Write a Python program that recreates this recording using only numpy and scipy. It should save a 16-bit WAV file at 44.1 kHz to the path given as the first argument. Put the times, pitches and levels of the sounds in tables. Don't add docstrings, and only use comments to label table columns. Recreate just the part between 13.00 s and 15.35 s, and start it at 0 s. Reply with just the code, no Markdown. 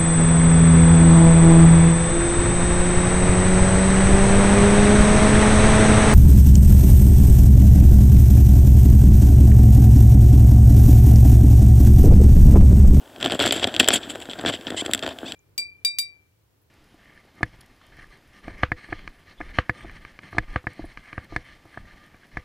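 import sys
import numpy as np
from scipy import signal
from scipy.fft import rfft, irfft
from scipy.io import wavfile
from scipy.ndimage import uniform_filter1d

SR = 44100
rng = np.random.default_rng(int(sys.argv[2]) if len(sys.argv) > 2 else 0)


def gain_from_db(level_db):
    decades = np.asarray(level_db, float) / 20
    return 10 ** decades


def to_wav(s):
    ch = np.atleast_2d(s).T
    pcm = np.round(np.clip(ch, -1, 1) * 32767)
    wavfile.write(sys.argv[1], SR, pcm.astype(np.int16))


N = 103635
T = np.arange(N) / SR


def evened(x):
    return x / np.sqrt(np.mean(x ** 2) + 1e-20)


def wander(size, count=1):
    noise = rng.standard_normal((count, N))
    return evened(uniform_filter1d(uniform_filter1d(noise, size=size), size=size))


def per_group(low_db, bright_db, middle_db=0):
    return gain_from_db([[low_db], [middle_db], [bright_db]])


# time in seconds, peak level in dB, share of low thump in dB, share of bright click in dB.
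EARLY_TICKS = [(0.1612, -28.5, -8.5, -19), (0.211, -20.5, -5.5, -9), (0.2275, -9, -7.5, -11.5),
               (0.2434, -9, -6, -20), (0.25, -16, -24, -2.5), (0.26, -7.5, -7, -10),
               (0.307, -13.5, -17, -29), (0.3208, -8, -5.5, -9.5), (0.3935, -11, -0.5, -8),
               (0.4007, -4.5, -9, -17), (0.4198, -17, -16, -6), (0.4237, -8, -14, -4.5),
               (0.4394, -10, -1, -12), (0.461, -6, -37, -4), (0.476, -7.5, -25, -7.5),
               (0.4883, -25, -4, -29), (0.5088, -1.5, -14, -31), (0.5235, -8.5, -7, 3),
               (0.6421, 0.5, -13.5, -17), (0.6716, -18, -1.5, -5), (0.6741, -15.5, -9, -9),
               (0.741, -13, -7.5, -15), (0.7476, -15.5, -29, -14), (0.7639, -4.5, -19, -15.5),
               (0.7985, 10, -22, -12.5), (0.8031, 0, -11, -13), (0.8077, -14, 3, -13),
               (0.8298, -12, -8, -15), (0.844, -9.5, -29, -13)]
LATE_TICKS = [(0.863, -22, -20, -22), (0.877, -7, -12, -8), (0.8861, 6, -11.5, -7), (0.905, -1.5, -9, -29),
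              (0.974, -17, -15, -22), (1.032, -21, -24, -42), (1.1559, -23, 2, -7), (1.255, -27, -3.5, -9),
              (1.312, -20, -38, -14.5), (1.3333, -21, -5, -28), (1.389, -20, -24, -16),
              (1.3952, -19.5, -1, -27), (1.4494, -17, 2.5, -30), (1.461, -8, -4.5, -18),
              (1.4898, -26, -19, 6.5), (1.498, -22.5, -4, 0.5), (1.5386, -15.5, -6, -28),
              (1.669, -15, -11, -30), (1.7037, -15.5, -4, -8.5), (1.8614, -11.5, -10.5, -9.5),
              (1.9123, -18.5, -12, -6.5), (1.9348, 1, -26, -6), (1.9476, -9.5, -6, 0),
              (1.9565, -23, -12, -8), (1.992, -19, -31, -9.5), (2.0349, -19, -1, -11),
              (2.0637, -13, -2.5, -16), (2.0901, -20, -20, -11), (2.187, -21.5, -9, -10.5),
              (2.321, -11.5, -19.5, -16)]
SMALL_TICKS = [(0.2024, -26, -14, -10), (0.2463, -15, -32, -16), (0.2714, -20, -7, -10),
               (0.2774, -23, -9, -7), (0.2874, -22, -12, -18), (0.2984, -15.5, -3, -18),
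               (0.3274, -22, 2, -14), (0.3481, -20.5, -19, -3), (0.4094, -20, -4, -12),
               (0.4144, -9.5, -4.5, -13), (0.4304, -9.5, -7, -20), (0.4534, -11, -17, -20),
               (0.4674, -8, -6, -15), (0.5264, -6.5, -22, -13), (0.5324, -22, -19, -3),
               (0.5434, -19, -5, -1), (0.5564, -16.5, -9, -8), (0.5604, -23, -1, -1), (0.5634, -20, -4, -2),
               (0.5801, -23, -19, -15), (0.5964, -14, -7.5, -14), (0.9104, -20, 1, -12),
               (0.9204, -20, -24, -7), (0.9304, -12.5, -10, -7), (0.9388, -14.5, -1.5, -2),
               (0.9464, -14.5, -11, 5.5), (0.9574, -17, -1, -9), (0.9614, -30, -23, -6),
               (0.9674, -14, -11.5, -21), (1.1034, -19, -11, -8), (1.1508, -26.5, -1, -10),
               (1.2017, -26.5, -21, -3.5), (1.2221, -22.5, -21, -18), (1.2974, -21, -10, -18),
               (1.4117, -27, -2, -2.5), (1.4704, -16, -17, -25), (1.4834, -11, -22, -13),
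               (1.6107, -26, -11, -14), (1.8497, -25.5, -7, -7), (1.9769, -19, -23, -13),
               (2.0258, -18.5, -21, -17), (2.0764, -20, -6, -10)]
# time in seconds, peak level in dB.
FOOT_THUMPS = [(0.337, -18), (0.3514, -17.5), (0.467, -15), (0.65, -18), (0.9342, -20.5), (1.288, -27.5),
               (1.4379, -21), (1.4765, -22), (1.722, -24), (1.744, -23), (1.8209, -20.5), (1.8813, -29),
               (1.8934, -21), (2.0768, -23), (2.2304, -24), (2.243, -30)]


def ticks_and_thumps():
    rattle_s, rattle_db = 0.0026, -6.5
    scuff_s, scuff_db = 0.0009, -11
    bounces_per_s = 2200
    knocks = np.zeros((3, N))
    for start, db, low_db, bright_db in EARLY_TICKS + LATE_TICKS + SMALL_TICKS:
        knocks[:, round(start * SR)] += per_group(db + low_db, db + bright_db, db)[:, 0]
    feet = np.zeros(N)
    for start, db in FOOT_THUMPS:
        feet[round(start * SR)] -= gain_from_db(db)

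    after = signal.lfilter([0, 1], [1, -np.exp(-1 / (rattle_s * SR))], knocks)
    backwards = knocks[:, ::-1]
    before = signal.lfilter([0, 1], [1, -np.exp(-1 / (scuff_s * SR))], backwards)[:, ::-1]
    bounces = rng.uniform(-1.15, 1, N) * (rng.random(N) < bounces_per_s / SR)
    knocks += (gain_from_db(rattle_db) * after + gain_from_db(scuff_db) * before) * bounces
    knocks[0] += 2 * uniform_filter1d(uniform_filter1d(feet, size=13), size=13)
    return knocks


# start in seconds, length in seconds, level in dB,
# share of low thump in dB, share of bright scrape in dB.
LEG_DRAGS = [(0.193, 0.051, -35.5, 1, -10.5), (0.239, 0.041, -29.5, 6, -18), (0.29, 0.071, -29.5, 0, -8.5),
             (0.388, 0.069, -22, 1, -11.5), (0.447, 0.044, -19.5, -3.5, -10.5),
             (0.494, 0.11, -28.5, -1, -8), (0.609, 0.014, -29.5, -2, -12), (0.622, 0.02, -20.5, -2.5, -13),
             (0.665, 0.021, -30.5, -1, -14), (0.7924, 0.014, -12, -3, -9), (0.815, 0.045, -27, -7, -13),
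             (0.882, 0.0047, -13.5, -5.5, -13), (0.896, 0.058, -20, -6.5, -13),
             (0.929, 0.019, -17.5, -16, 2.5), (0.955, 0.0088, -14, -26, -5),
             (1.018, 0.033, -36, -17, -11.5), (1.088, 0.029, -33.5, -5.5, -2),
             (1.208, 0.02, -37, 0.5, -2.5), (1.285, 0.058, -37, -20, -9.5), (1.366, 0.069, -48, 14, -6),
             (1.454, 0.045, -21.5, 0.5, -13.5), (1.519, 0.035, -27.5, -9.5, -12),
             (1.665, 0.021, -31, 2, -18), (1.847, 0.0082, -36.5, 0, 1), (2.022, 0.023, -29.5, 2.5, -15),
             (2.042, 0.086, -37, 4, -13.5)]
# time in seconds, level in dB.
FIDGETING = [(0, -51.5), (.12, -49), (.19, -45), (.6, -42.5), (.75, -33.5), (1.0, -38), (1.25, -43),
             (1.44, -41), (1.62, -44), (1.72, -37.5), (1.95, -38), (2.16, -47), (2.23, -42), (2.35, -39.5)]


def leg_effort():
    rise_s, tail_s, sag_db = 0.00044, 0.0086, -3.5
    swell = 0.31
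    s, db = np.transpose(FIDGETING)
    effort = gain_from_db(np.interp(T, s, db)) * per_group(0, -16, -6.5)
    for start, length, db, low_db, bright_db in LEG_DRAGS:
        since = T - start
        press = np.clip(since / (rise_s + swell * length), 0, 1)
        let_go = np.exp(-np.maximum(since - length, 0) / tail_s)
        sag = gain_from_db(sag_db * np.clip(since / length, 0, 1))
        drag = press * let_go * sag * per_group(db + low_db, db + bright_db, db)
        effort = np.hypot(effort, drag)
    return effort


def slips(per_s, spread_db):
    size = gain_from_db(spread_db * np.minimum(rng.exponential(1, N), 4)) * rng.choice([-1., 1.], N)
    return evened(size * (rng.random(N) < per_s / SR))


def leg_rub(effort):
    fine = slips(5000, spread_db=3)
    clumps = evened(gain_from_db(1.5 * wander(size=90)))
    shuffles = slips(900, spread_db=2)
    return effort * clumps * np.array([shuffles + 0.64 * fine, fine, fine])


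# time in seconds, teeth per second, level in dB.
NECK_SQUEAKS = [
    [(1.764, 1060, -44), (1.769, 1040, -35), (1.778, 900, -32), (1.786, 1020, -32), (1.803, 1010, -32),
     (1.812, 1150, -32), (1.819, 1200, -44)],
    [(2.256, 800, -50), (2.264, 870, -41), (2.272, 920, -43), (2.279, 1040, -42), (2.281, 1160, -38),
     (2.305, 1290, -42), (2.316, 1050, -48)],
]


def squeaks():
    low_dbs, bright_dbs = (-9, -12), (-5, -14)
    jitters = (0.049, 0.024)
    tilts = (-0.14, 0.7)
    out = np.zeros((3, N))
    for rows, low_db, bright_db, jitter, tilt in zip(NECK_SQUEAKS, low_dbs, bright_dbs, jitters, tilts):
        s, teeth_per_s, db = np.transpose(rows)
        speed = np.interp(T, s, teeth_per_s) * (1 + jitter * wander(size=30)[0])
        turns = np.cumsum(speed) / SR
        teeth = np.zeros(N)
        for k in range(1, 11):
            teeth += min(k, 4.5) ** tilt * np.cos(2 * np.pi * k * turns)
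        teeth = evened(teeth) * gain_from_db(1.7 * wander(size=20)[0])
        level = gain_from_db(np.interp(T, s, db, -150, -150))
        out += teeth * level * per_group(low_db, bright_db)
    return out


def ring(modes, contact_s, detune, taps, rub, squeak):
    t = np.arange(3000) / SR
    hz, db, t60 = np.transpose(modes)[:, :, None]
    signs = (-1.) ** np.arange(len(modes))[:, None]
    soft_start = (1 - np.exp(-t / contact_s)) ** 2
    decay = gain_from_db(db - 60 * t / t60) * soft_start * signs
    whole = (decay * np.sin(2 * np.pi * hz * t)).sum(0)
    peak, energy = abs(whole).max(), np.linalg.norm(whole)

    balance = gain_from_db(3 * np.clip(wander(size=70, count=len(modes)), -2, 2) - 5.0)
    dull = gain_from_db(-1.2 * np.maximum(hz - 8500, 0) / 1000)
    drive = taps / peak * balance ** 0.63 + rub / energy * balance * dull

    grip = np.clip(wander(size=120, count=len(modes)), -1, 1)
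    out = signal.oaconvolve(squeak, whole / energy)[:N]
    for step in (-1, 0, 1):
        share = np.sqrt(np.clip(1 - abs(grip - step), 0, 1))
        tuned = decay * np.sin(2 * np.pi * hz * (1 + detune * step) * t)
        out += signal.oaconvolve(drive * share, tuned, axes=1)[:, :N].sum(0)
    return out


# pitch in Hz, level in dB, time to die away by 60 dB in seconds.
LOW_MODES = [(98, -22.5, 0.13), (255.7, -2, 0.032), (369, 2.5, 0.012), (653, 1, 0.015),
             (1098, -7.5, 0.0094), (1415, -7, 0.016), (1740, -1.5, 0.0096)]
MIDDLE_MODES = [(2052, -6, 0.0051), (2633, -11.5, 0.0089), (3242, 1.5, 0.0075), (3733, -6.5, 0.005),
                (4480, -7, 0.0052), (5090, -11.5, 0.0036), (5940, -18, 0.0074)]
BRIGHT_MODES = [(7603, 2, 0.0054), (9070, -1.5, 0.0017), (11070, 0.5, 0.0016), (13300, -16, 0.00062),
                (14000, 0.5, 0.0014)]


def stem(rub, taps, squeak):
    low = ring(LOW_MODES, 0.0003, 0.05, taps[0], rub[0], squeak[0])
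    middle = ring(MIDDLE_MODES, 0.00042, 0.035, taps[1], rub[1], squeak[1])
    bright = ring(BRIGHT_MODES, 0.00026, 0.012, taps[2], rub[2], squeak[2])
    return low + middle + bright


def sway(push):
    band = signal.butter(3, (42, 130), "band", fs=SR, output="sos")
    rumble = evened(signal.sosfilt(band, rng.standard_normal(N)))
    return gain_from_db(-32) * rumble * uniform_filter1d(push, size=1500) ** 0.66


# pitch in Hz, level in dB per Hz.
HISS_COLOUR = [(25, -24), (90, -5), (200, -15), (800, -2), (1150, -11), (2100, -19.5), (15700, -23.5)]


def hiss():
    f, db = np.transpose(HISS_COLOUR)
    hz = np.fft.rfftfreq(N, 1 / SR)
    colour = gain_from_db(np.interp(np.log(hz + 1), np.log(f), db))
    return gain_from_db(-53.5) * evened(irfft(rfft(rng.standard_normal(N)) * colour, N))


def scene():
    effort = leg_effort()
    ringing = stem(leg_rub(effort), ticks_and_thumps(), squeaks())
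    ringing = signal.lfilter(*signal.butter(2, 60, "high", fs=SR), ringing)
    near = ringing + hiss() + sway(effort[0])
    own_hiss = gain_from_db(-73) * rng.standard_normal((2, N))
    difference = gain_from_db(-52) * near * wander(size=150) * [[1], [-1]]
    left_db = 1.35
    return near * gain_from_db([[left_db / 2], [-left_db / 2]]) + own_hiss + difference


def roll_off(x):
    return signal.sosfilt(signal.butter(12, 15850, fs=SR, output="sos"), x)


def record(dry):
    lowpass = signal.firwin(1023, 15850, window=("kaiser", 9), fs=SR)
    soft = signal.oaconvolve(dry, lowpass[None], "same")
    return roll_off(np.clip(soft, -1, 1))


dry = scene()
out = record(dry)
to_wav(out)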